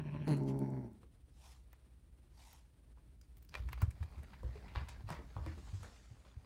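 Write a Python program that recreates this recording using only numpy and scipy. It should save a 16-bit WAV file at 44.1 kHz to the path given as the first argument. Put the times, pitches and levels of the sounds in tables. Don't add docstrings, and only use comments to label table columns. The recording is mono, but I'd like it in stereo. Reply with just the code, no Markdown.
import sys
import numpy as np
from scipy import signal
from scipy.fft import rfft, irfft
from scipy.io import wavfile
from scipy.ndimage import uniform_filter1d, map_coordinates

SR = 44100
rng = np.random.default_rng(int(sys.argv[2]) if len(sys.argv) > 2 else 0)


def unload_audio(sound):
    columns = np.transpose(np.atleast_2d(sound))
    steps = np.round(np.clip(columns, -1, 1) * 32767)
    wavfile.write(sys.argv[1], SR, steps.astype(np.int16))


N = 284797
TIME = np.arange(N) / SR

TURN_S, TURN_LENGTH_S = 0.277, 0.018
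IN_HZ, OUT_HZ, SAG_HZ_PER_S = 146.6, 139.06, 17
OVERSHOOT_HZ, SETTLE_S, DROP_HZ_PER_DB = 33, 0.028, 1.4
TREMBLE_HZ, TREMBLE_DB = 13.3, 3.0
PUSH_S, PUSH_WIDTH_S = 0.314, 0.044
SPENT_S, RELEASE_DB_PER_S = 0.8, 135
# inward level in dB, outward level in dB, lift in the push in dB, outward sag in dB per s.
CHEST, MOUTH, RASP = (-44.5, -37, 5, 12.5), (-57, -39.5, 4, 12), (-63, -58, -2, 7)


def effort(unsteady_db=1.2, wander=0.007):
    outward = np.clip((TIME - TURN_S) / TURN_LENGTH_S + 0.5, 0, 1)
    since_s = np.maximum(TIME - TURN_S, 0)
    tremble_db = TREMBLE_DB * np.cos(2 * np.pi * TREMBLE_HZ * TIME)
    push = np.exp(-((TIME - PUSH_S) / PUSH_WIDTH_S) ** 2)
    spent_db = RELEASE_DB_PER_S * np.maximum(TIME - SPENT_S, 0)
    force_db = unsteady_db * waver(31) - spent_db
    out_hz = OUT_HZ + OVERSHOOT_HZ * np.exp(-since_s / SETTLE_S)
    out_hz = out_hz - SAG_HZ_PER_S * since_s - DROP_HZ_PER_DB * spent_db
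    out_hz = np.maximum(out_hz, 0.7 * OUT_HZ)
    hz = ((1 - outward) * IN_HZ + outward * out_hz) * (1 + wander * waver(25))
    gains = []
    for in_db, out_db, push_db, sag_db in (CHEST, MOUTH, RASP):
        out_gain = amp(out_db + force_db + push_db * push - sag_db * since_s)
        gains.append((1 - outward) * amp(in_db + tremble_db) + outward * out_gain)
    return outward, hz, gains


# frequency in Hz, gain in dB.
THROAT = [(60, -34), (135, -28.5), (195, 16.5), (280, 6.5), (410, 3), (490, -14), (630, -4), (740, -13.5),
          (870, -2.5), (1020, -15), (1180, -44), (1600, -42.5), (3200, -80)]
RASP_IN = [(400, -1), (620, 4.5), (750, -32), (1000, 10), (1250, -7.5), (1700, 1.5), (2100, -6),
           (2450, 2.5), (3050, -3.5), (3600, -15), (4200, -9.5), (4900, -30), (5700, -16), (8000, -64)]
RASP_OUT = [(600, 11), (1000, 13.5), (1200, 1), (1480, 4), (1800, -2.5), (2200, 3.5), (2900, -27),
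            (3600, -38), (4450, -6.5), (5000, -24), (5700, -7.5), (6500, -29), (7400, -38), (8500, -30)]
OPEN_JAW = [(200, -5.5), (315, 2), (440, 0.5), (700, -3), (1100, -12.5)]
TEETH = [(400, -9.5), (900, 12.5), (1600, 6), (2300, 6), (3000, 5), (3500, -14), (4250, 10), (5300, -21),
         (6300, -7.5), (8300, -16.5), (9900, 2), (12000, -19), (15500, -21)]
SNARL_TONE = [(200, -24), (450, 5), (630, 2), (800, 1.5), (1050, -5), (1300, -19), (1900, -20), (2900, -30),
              (3500, -18), (4250, -13), (5300, -44), (9000, -67)]
# full at in s, attack in s, hold in s, release in s, level in dB.
SPIT = (.29, .036, .04, .062, -48.5)
SNARL = (.281, .014, .018, .055, -45)
# time in s, strain in dB, slackness 0-1.
FOLDS = [(.275, 2, .3), (.3, 3.5, .1), (.335, -.5, .2), (.355, 0, .6), (.372, 2, .83), (.4, 0, .95),
         (.47, 4, .55), (.57, 1, .4), (.61, 3, .98), (.8, 2, 1), (.88, 5, .86)]
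ROUGH_IN, ROUGH_OUT = 0.65, 0.31
PAIR_WEAKER, PAIR_SKEW_CYCLES = 0.36, 0.035
POP_DB, POP_SCATTER_DB = -1, 2.5


def growl(shimmer=0.12, purr_depth=0.58, wet_db=-15):
    outward, hz, (chest_gain, mouth_gain, rasp_gain) = effort()
    spit_gain = envelope(*SPIT)
    gape = (spit_gain / spit_gain.max()) ** 0.25
    rough = ROUGH_IN + (ROUGH_OUT - ROUGH_IN) * outward
    when_s, strain_db, slackness = np.transpose(FOLDS)
    strain = amp(np.interp(TIME, when_s, strain_db))
    slack = np.interp(TIME, when_s, slackness)

    jitter = 0.075 * rough * (1 - gape / 2) * waver(110)
    turns = np.cumsum(hz * (1 + jitter)) / SR
    paired = turns + PAIR_SKEW_CYCLES * slack * np.cos(np.pi * turns)
    beat = np.diff(np.floor(paired), prepend=0)
    strength = 1 - PAIR_WEAKER * slack * (np.floor(paired) % 2)
    strength = strength * (1 + shimmer * waver(110))
    clicks = beat * strength
    puff = unit(strength * (0.4 * rough + np.exp(-5 * (paired % 1))))

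    pulses = unit(colour(clicks - uniform_filter1d(clicks, size=640), THROAT))
    breathy = unit(colour(puff * rng.standard_normal(N), THROAT))
    throat = ((1 - rough) * pulses + rough * breathy) / np.hypot(1 - rough, rough)
    throat = (1 - gape) * throat + gape * unit(colour(throat, OPEN_JAW))
    throat = throat * amp([[0.7], [-0.7]])
    snarl = envelope(*SNARL) * placed(unit(colour(clicks, SNARL_TONE))[0], TURN_S)

    flutter = 1 + purr_depth * (1 - outward) * waver(88)
    chest = np.sqrt(2) * np.cos(2 * np.pi * turns) * flutter

    scatter_db = POP_SCATTER_DB * np.clip(rng.standard_normal(N), -2, 2)
    pops = unit(clicks * amp(scatter_db))
    breath = puff * noise(N) + amp(POP_DB) * placed(pops, TURN_S)
    rasp = (1 - outward) * unit(colour(breath, RASP_IN)) + outward * unit(colour(breath, RASP_OUT))
    rasp = unit(patchy(rasp, depth_db=3.2, width_hz=550, length_s=0.03))
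    spit = spit_gain * unit(colour(breath, TEETH))
    mouth = strain * (mouth_gain * throat + rasp_gain * rasp) + snarl + spit
    return chest_gain * chest + mouth + amp(wet_db) * room(mouth)


# frequency in Hz, level in dB, t60 in s.
WAND_MODES = [(911, 13.5, 0.0097), (992, 6.5, 0.033), (1265, 4, 0.032), (1728, -2.5, 0.055),
              (2360, -3.5, 0.059), (3080, -15.5, 0.04), (3660, 0, 0.015)]


def wand_ring(spot_db):
    t = TIME[:8192]
    hz, db, t60_s = np.transpose(WAND_MODES)[:, :, None]
    spot, detune, turn = rng.standard_normal((3, len(hz), 1))
    phase = 2 * np.pi * hz * (1 + 0.035 * detune) * t
    fade = amp(db + spot_db * spot - 60 * t / t60_s)
    return np.array([(fade * np.sin(phase + side * turn * hz / 1400)).sum(0) for side in (1, -1)])


# start in s, peak in dB, clack near 2 kHz in dB,
# bite near 4 kHz in dB, snap at 7 kHz in dB, t60 in s, following skid against the knock in dB.
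KNOCKS = [(1.032, -58.5, 3, 0, 1, .035, -25), (1.732, -57, 10, -6, -6, .03, -9),
          (2.974, -63.5, -2, 0, -1, .12, -9), (3.542, -40, 13, 21, 6, .012, -20),
          (3.553, -34.5, 9.5, 11, 4.5, .026, -13), (3.688, -45, 10.5, 1, 8.5, 0.041, -22),
          (3.731, -37, 14.5, 9, -2, 0.024, -28), (3.777, -51, 5, 2, -1, 0.047, -6),
          (3.819, -38.5, 0, -9, 2, 0.056, -29), (3.909, -54, 15, 13, 21, 0.043, -35),
          (4.028, -47.5, 3, -1, 4.5, 0.052, -18), (4.179, -58, 3, -1, 8, .12, -20),
          (4.334, -48.5, 9, 6, -8, 0.042, -16.5), (4.432, -50.5, -20, -8, 4, 0.02, -20.5),
          (4.556, -50, 23, 14, 7, 0.013, -7), (4.68, -53, 20, 13, 8, 0.056, -25),
          (4.753, -42, 2, 1, -29, .035, -9.5), (4.759, -33.5, 7, 10.5, -9, .012, -45),
          (4.885, -44.5, 4, 9.5, 12.5, 0.048, -21.5), (5.09, -39, -3, 1, -2, .023, -18),
          (5.104, -32, -5, -2, 4, .006, -23), (5.128, -46, 11.5, -1, -2, .04, -11),
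          (5.366, -37.5, -10, -10, -30, .005, -34), (5.463, -42, 11.5, 7, 9.5, 0.009, -10.5),
          (5.58, -53, -21, -1, 2, 0.025, -17), (5.674, -54, -21, -14, -15, .025, -5.5),
          (5.831, -47.5, 1, -13, 12, 0.033, -8.5), (6.251, -61.5, 3, 12, 7, 0.27, -10)]
# frequency in Hz, gain in dB.
WAND = [(150, -19.5), (300, -12.5), (480, -4.5), (700, -1.5), (1000, 5.5), (1400, -1.5), (2500, -8),
        (3600, -18.5), (4500, -15), (6000, -21), (8500, -21), (15000, -33)]
# time in s, gain in dB.
DISTANCE = [(3.8, -22.5), (4.7, -6.5)]
CLEAN_S = 0.035


def knocks(ring_db=2.5, spot_db=3, direct_db=-2, rise_share=0.038):
    out = np.zeros((2, N))
    crack = colour(signal.unit_impulse(8192), WAND)[0]
    for s, db, clack_db, bite_db, snap_db, t60_s, _ in KNOCKS:
        clean = np.exp(-(t60_s / CLEAN_S) ** 2)
        rattle = peaked(colour(scratch(t60_s, rise_s=rise_share * t60_s, grain_db=4.0), WAND))
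        blow = np.sqrt(clean) * peaked(placed(crack, s)) + np.sqrt(1 - clean) * rattle
        ring = amp(ring_db) * (1 - 0.7 * clean) * peaked(wand_ring(spot_db))
        hardness = [(1200, 0), (2100, clack_db), (3900, bite_db), (7000, snap_db)]
        add(out, s, amp(db) * peaked(colour(blow + ring, hardness)))
    send = amp(np.interp(TIME, *np.transpose(DISTANCE)))
    return amp(direct_db) * out + room(out * send)


# frequency in Hz, gain in dB.
SCRAPE = [(110, -28), (190, 4.5), (330, -8), (450, -3.5), (700, -3.5), (1000, -5), (1500, -6.5), (2300, -9),
          (3000, -16.5), (5000, -15.5), (7000, -64.5)]
HISS = [(2500, -9.5), (4400, -8.5), (5500, -8), (7000, -8.5), (10000, -19.5), (15500, -35)]
# full at in s, attack in s, hold in s, release in s, level in dB.
SLIDE = (4, 0.5, 0.6, 2.6, -58.5)
SWISH = (5.78, .75, .1, .55, -63.8)
BOLT_S, SPEED_UP_S = 3.37, 3.96
SKID_T60_S, HISS_DB = 0.48, -13.5


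def drag(bounce_db=1.5, bounce_hz=22):
    skid_power = 0
    for s, db, *_, skid_db in KNOCKS:
        skid = amp(db + skid_db - 60 * abs(TIME - s) / SKID_T60_S)
        skid_power = skid_power + (TIME > s) * skid ** 2
    speed = np.clip((TIME - BOLT_S) / SPEED_UP_S, 0, 1)
    rub = np.sqrt(speed * (skid_power + envelope(*SLIDE) ** 2))
    press_db = bounce_db * waver(bounce_hz)
    scrape = rub * amp(press_db) * friction(SCRAPE, grain_db=3.2)
    hiss_gain = np.hypot(amp(HISS_DB) * rub, envelope(*SWISH))
    hiss = hiss_gain * amp(press_db / 2) * friction(HISS, grain_db=0.5)
    return scrape + hiss


# frequency in Hz, gain in dB.
SCUFF = [(400, -6), (1000, 0), (2200, -5), (4000, -8), (7000, -20.5), (15000, -25)]


def scuffs(lead_db, trail_db, lead_t60_s=0.084, trail_t60_s=0.31):
    gain = 0
    for s, db, *_, skid_db in KNOCKS:
        away_s = abs(TIME - s)
        lead = amp(lead_db - 60 * away_s / lead_t60_s)
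        trail = amp(trail_db - 60 * away_s / trail_t60_s)
        gain = gain + amp(db + skid_db / 2) * np.where(TIME < s, lead, trail)
    return gain * friction(SCUFF, grain_db=3.8)


# start in s, peak in dB, pitch in Hz.
TICKS = [(0.278, -49, 3970), (0.37, -56, 7800), (0.59, -54.5, 9600), (0.703, -64.5, 7500),
         (0.434, -66, 5700), (.931, -71, 1240), (1.729, -57.5, 14700), (2.53, -54, 14400),
         (3.213, -58, 5300), (3.369, -59.5, 16100), (3.49, -58, 4770), (3.728, -49.5, 12500),
         (3.817, -42.5, 16100), (3.906, -60, 8300), (4.232, -61.5, 8700)]
SCRABBLE_FROM_S, SCRABBLE_TO_S, SCRABBLE_MIN_DB, SCRABBLE_HZ = 3.38, 3.45, -65, 14000


def ticks(count=4, spread_db=3):
    out = np.zeros((2, N))
    faint = []
    for when, force in rng.random((count, 2)):
        s = SCRABBLE_FROM_S + when * (SCRABBLE_TO_S - SCRABBLE_FROM_S)
        faint.append((s, SCRABBLE_MIN_DB + spread_db * force, SCRABBLE_HZ))
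    for s, db, hz in TICKS + faint:
        tick = scratch(t60_s=0.025, rise_s=0.00021, grain_db=3.5)
        tone = [(hz / 8, -8), (hz * 0.77, -12), (hz, 0), (hz * 2, -15)]
        add(out, s, amp(db) * peaked(colour(tick, tone)))
    return out + amp(-12) * room(out)


# start in s, peak in dB.
FOOTFALLS = [(1.032, -60.5), (3.556, -57), (3.825, -52), (4.181, -58.5), (4.432, -49.5), (4.555, -50.5),
             (4.759, -72), (5.11, -53), (5.191, -48), (5.366, -53.5), (5.464, -45.5), (5.575, -53.5),
             (6.26, -59.5)]
# frequency in Hz, level in dB, t60 in s.
BOARD_MODES = [(191, -2, 0.17), (263.5, -1, 0.12), (364, -0.5, 0.13), (444, -3.5, 0.086), (528, 0, 0.082),
               (669, -11.5, 0.11), (907, -11, 0.049)]


def footfalls(pad_t60_s=0.0099, spot_db=3, detune=0.072, wet_db=-9):
    out, t = np.zeros((2, N)), TIME[:16384]
    hz, mode_db, t60_s = np.transpose(BOARD_MODES)[:, :, None]
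    for s, db in FOOTFALLS:
        spot, shift = rng.standard_normal((2, len(hz), 1))
        fade = amp(mode_db + spot_db * spot - 60 * t / t60_s)
        ring = (fade * np.sin(2 * np.pi * hz * (1 + detune * shift) * t)).sum(0)
        pad = scratch(pad_t60_s, rise_s=0.0032, grain_db=2.5)
        add(out, s, amp(db) * peaked(signal.fftconvolve(pad, ring[None], axes=1), size=350))
    return out + amp(wet_db) * room(out)


# start in s, peak in dB, pitch in Hz, t60 in s.
THUMPS = [(3.594, -40, 59.6, 0.22), (3.649, -41.5, 66.7, 0.39), (3.825, -27, 84, 0.07),
          (3.876, -36, 75.6, 0.071), (4.003, -37.5, 78.3, 0.19), (4.172, -46, 71.5, 0.35),
          (4.439, -37.5, 61, 0.22), (4.761, -36, 63.4, 0.11), (4.809, -41.5, 75.6, 0.25),
          (5.035, -46, 104.2, 0.28), (5.105, -46.5, 155, 0.13), (5.359, -42, 101, 0.12),
          (5.397, -45, 76.1, 0.93), (5.468, -39.5, 77, 0.32), (5.728, -42, 94.5, 0.23),
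          (5.797, -47.5, 89.8, 0.24), (6.106, -50.5, 111, 0.16), (6.366, -46, 76.6, 0.067)]
# frequency in Hz, gain in dB.
THUD = [(30, -34), (60, -1), (120, 6.5), (180, -14), (280, -20), (450, -28), (900, -56)]


def thumps(rise_s=0.0055, thud_db=-9, gain_db=1.5):
    out, t = np.zeros((2, N)), TIME[:22050]
    for s, db, hz, t60_s in THUMPS:
        push = (1 - np.exp(-(t / rise_s) ** 2)) * amp(-60 * t / t60_s)
        swing = np.sin(2 * np.pi * hz * t) * push
        thud = colour(noise(len(t)) * push, THUD)
        thump = peaked(swing[None], size=512) + amp(thud_db) * peaked(thud, size=512)
        add(out, s, amp(db) * thump)
    return amp(gain_db) * out


# full at in s, attack in s, hold in s, release in s, level in dB.
BRUSHES = [(0.481, 0.028, 0.017, 0.039, -63.5), (1.435, 0.11, 0.085, 0.12, -67),
           (2.402, 0.079, 0.15, 0.12, -67.5)]
# frequency in Hz, gain in dB.
BRUSH = [(250, -30), (500, -3), (900, 8), (1350, -1), (2000, 0), (3700, -1), (5200, 0), (7300, -3),
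         (10000, -5), (16000, -18)]


def brushes(gain_db=4):
    return amp(gain_db) * sum(envelope(*row) for row in BRUSHES) * friction(BRUSH, grain_db=1.5)


# full at in s, attack in s, hold in s, release in s, level in dB.
SWELLS = [(0.49, 1, 0.29, 0.33, -56.5), (3.648, 0.82, 2.09, 0.5, -53.5)]
# frequency in Hz, gain in dB.
RUMBLE = [(18, -48), (40, -5.5), (60, 4), (85, -11), (120, -11.5), (200, -23.5), (330, -27.5), (500, -50.5),
          (1000, -52.5)]
STILL_DB = -60.5


def rumble():
    level = np.hypot(amp(STILL_DB), sum(envelope(*row) for row in SWELLS))
    return level * unit(colour(noise(N), RUMBLE, size=16384))


# frequency in Hz, gain in dB.
AIR = [(100, 14), (300, 11.5), (600, 5.5), (1000, 0.5), (2000, -2), (4000, -6), (7000, -14), (9500, -1.5),
       (12000, -26.5), (14000, -11), (16000, -24)]


def air(level_db=-74, drift_db=2.0):
    return amp(level_db + drift_db * waver(28.0)) * unit(colour(noise(N), AIR))


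# frequency in Hz, t60 in s.
ROOM = [(100, 0.64), (500, 0.27), (2000, 0.34), (6000, 0.25), (14000, 0.015)]


def room(x, build_s=0.0055):
    hz, t, z = signal.stft(noise(size=32768), SR, nperseg=256)
    z = z * amp(-60 * t / read(ROOM, hz)[:, None]) * (1 - np.exp(-t / build_s))
    tail = signal.istft(z, SR)[1]
    return signal.fftconvolve(x, tail / np.linalg.norm(tail[0]), axes=1)[:, :N]


# time in s, bearing from -1 left to 1 right.
BEARING = [(.5, -0.5), (3.5, -0.2), (4.4, 0.8)]
SIDE_DELAY_S = 0.00029


def placed(x, s):
    bearing = np.interp(s, *np.transpose(BEARING))
    lags = [int(max(-near, 0) * SIDE_DELAY_S * SR) for near in (-bearing, bearing)]
    return np.array([np.pad(x, (lag, 0))[:len(x)] for lag in lags])


def friction(spectrum, grain_db):
    slips = colour(noise(N) * amp(grain_db * waver(137)), spectrum)
    return unit(patchy(slips, depth_db=4, width_hz=272, length_s=0.04))


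def scratch(t60_s, rise_s, grain_db):
    t = TIME[:8192]
    grains = amp(grain_db * unit(uniform_filter1d(rng.standard_normal(len(t)), size=40)))
    return noise(len(t)) * grains * (1 - np.exp(-t / rise_s)) * amp(-60 * t / max(t60_s, 0.004))


def patchy(x, depth_db, width_hz, length_s):
    hz, t, z = signal.stft(x, SR, nperseg=512)
    place = np.meshgrid(hz / width_hz, t / length_s, indexing="ij")
    field = map_coordinates(rng.standard_normal(size=(160, 400)), place, order=1, mode="wrap")
    return signal.istft(z * amp(depth_db * field), SR)[1][:, :N]


def envelope(full_s, attack_s, hold_s, release_s, db):
    early_s = np.maximum(full_s - TIME, 0)
    late_s = np.maximum(TIME - full_s - hold_s, 0)
    return amp(db) * 10 ** -(early_s / attack_s + late_s / release_s)


# frequency in Hz, left-right correlation.
LIKENESS = [(100, 0.91), (300, 0.72), (700, 0.19), (1500, -0.0058), (4500, -0.019), (9000, -0.056)]


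def noise(size):
    a, b = rfft(rng.standard_normal((2, size)))
    same = np.clip(read(LIKENESS, np.fft.rfftfreq(size, 1 / SR)), -1, 1)
    mid, side = a * np.sqrt((1 + same) / 2), b * np.sqrt((1 - same) / 2)
    return irfft(np.array([mid + side, mid - side]), size)


def waver(rate_hz):
    lowpass = np.exp(-(np.fft.rfftfreq(N, 1 / SR) / rate_hz) ** 2)
    return unit(irfft(rfft(rng.standard_normal(N)) * lowpass, N))


def colour(x, spectrum, size=4096):
    log_gain = np.log(amp(read(spectrum, abs(np.fft.fftfreq(size, 1 / SR)))))
    ring = np.fft.ifft(np.exp(np.conj(signal.hilbert(log_gain)))).real[:size // 2]
    return signal.oaconvolve(np.atleast_2d(x), ring[None], axes=1)[:, :x.shape[-1]]


def amp(db):
    return 10 ** (np.asarray(db) / 20)


def unit(x):
    return x / np.sqrt(np.mean(x ** 2) + 1e-20)


def peaked(x, size=128):
    return x / np.sqrt(uniform_filter1d((x ** 2).mean(0), size).max() + 1e-20)


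def read(points, hz):
    f, value = np.transpose(points)
    return np.interp(np.log(hz + 1), np.log(f + 1), value)


def add(mix, s, sound):
    part = mix[:, max(round(s * SR), 0):][:, :sound.shape[1]]
    part += sound[:, :part.shape[1]]


def scene():
    kitten = growl() + footfalls() + brushes()
    toy = knocks() + drag() + scuffs(lead_db=-10, trail_db=-14.5)
    return kitten + toy + ticks() + thumps() + rumble() + air()


def record(dry):
    bass_cut = signal.butter(2, 30, "highpass", fs=SR, output="sos")
    band_limit = signal.firwin(511, 15900, window=("kaiser", 9), fs=SR)
    return signal.oaconvolve(signal.sosfilt(bass_cut, dry), band_limit[None], "same", axes=1)


dry = scene()
out = record(dry)
unload_audio(out)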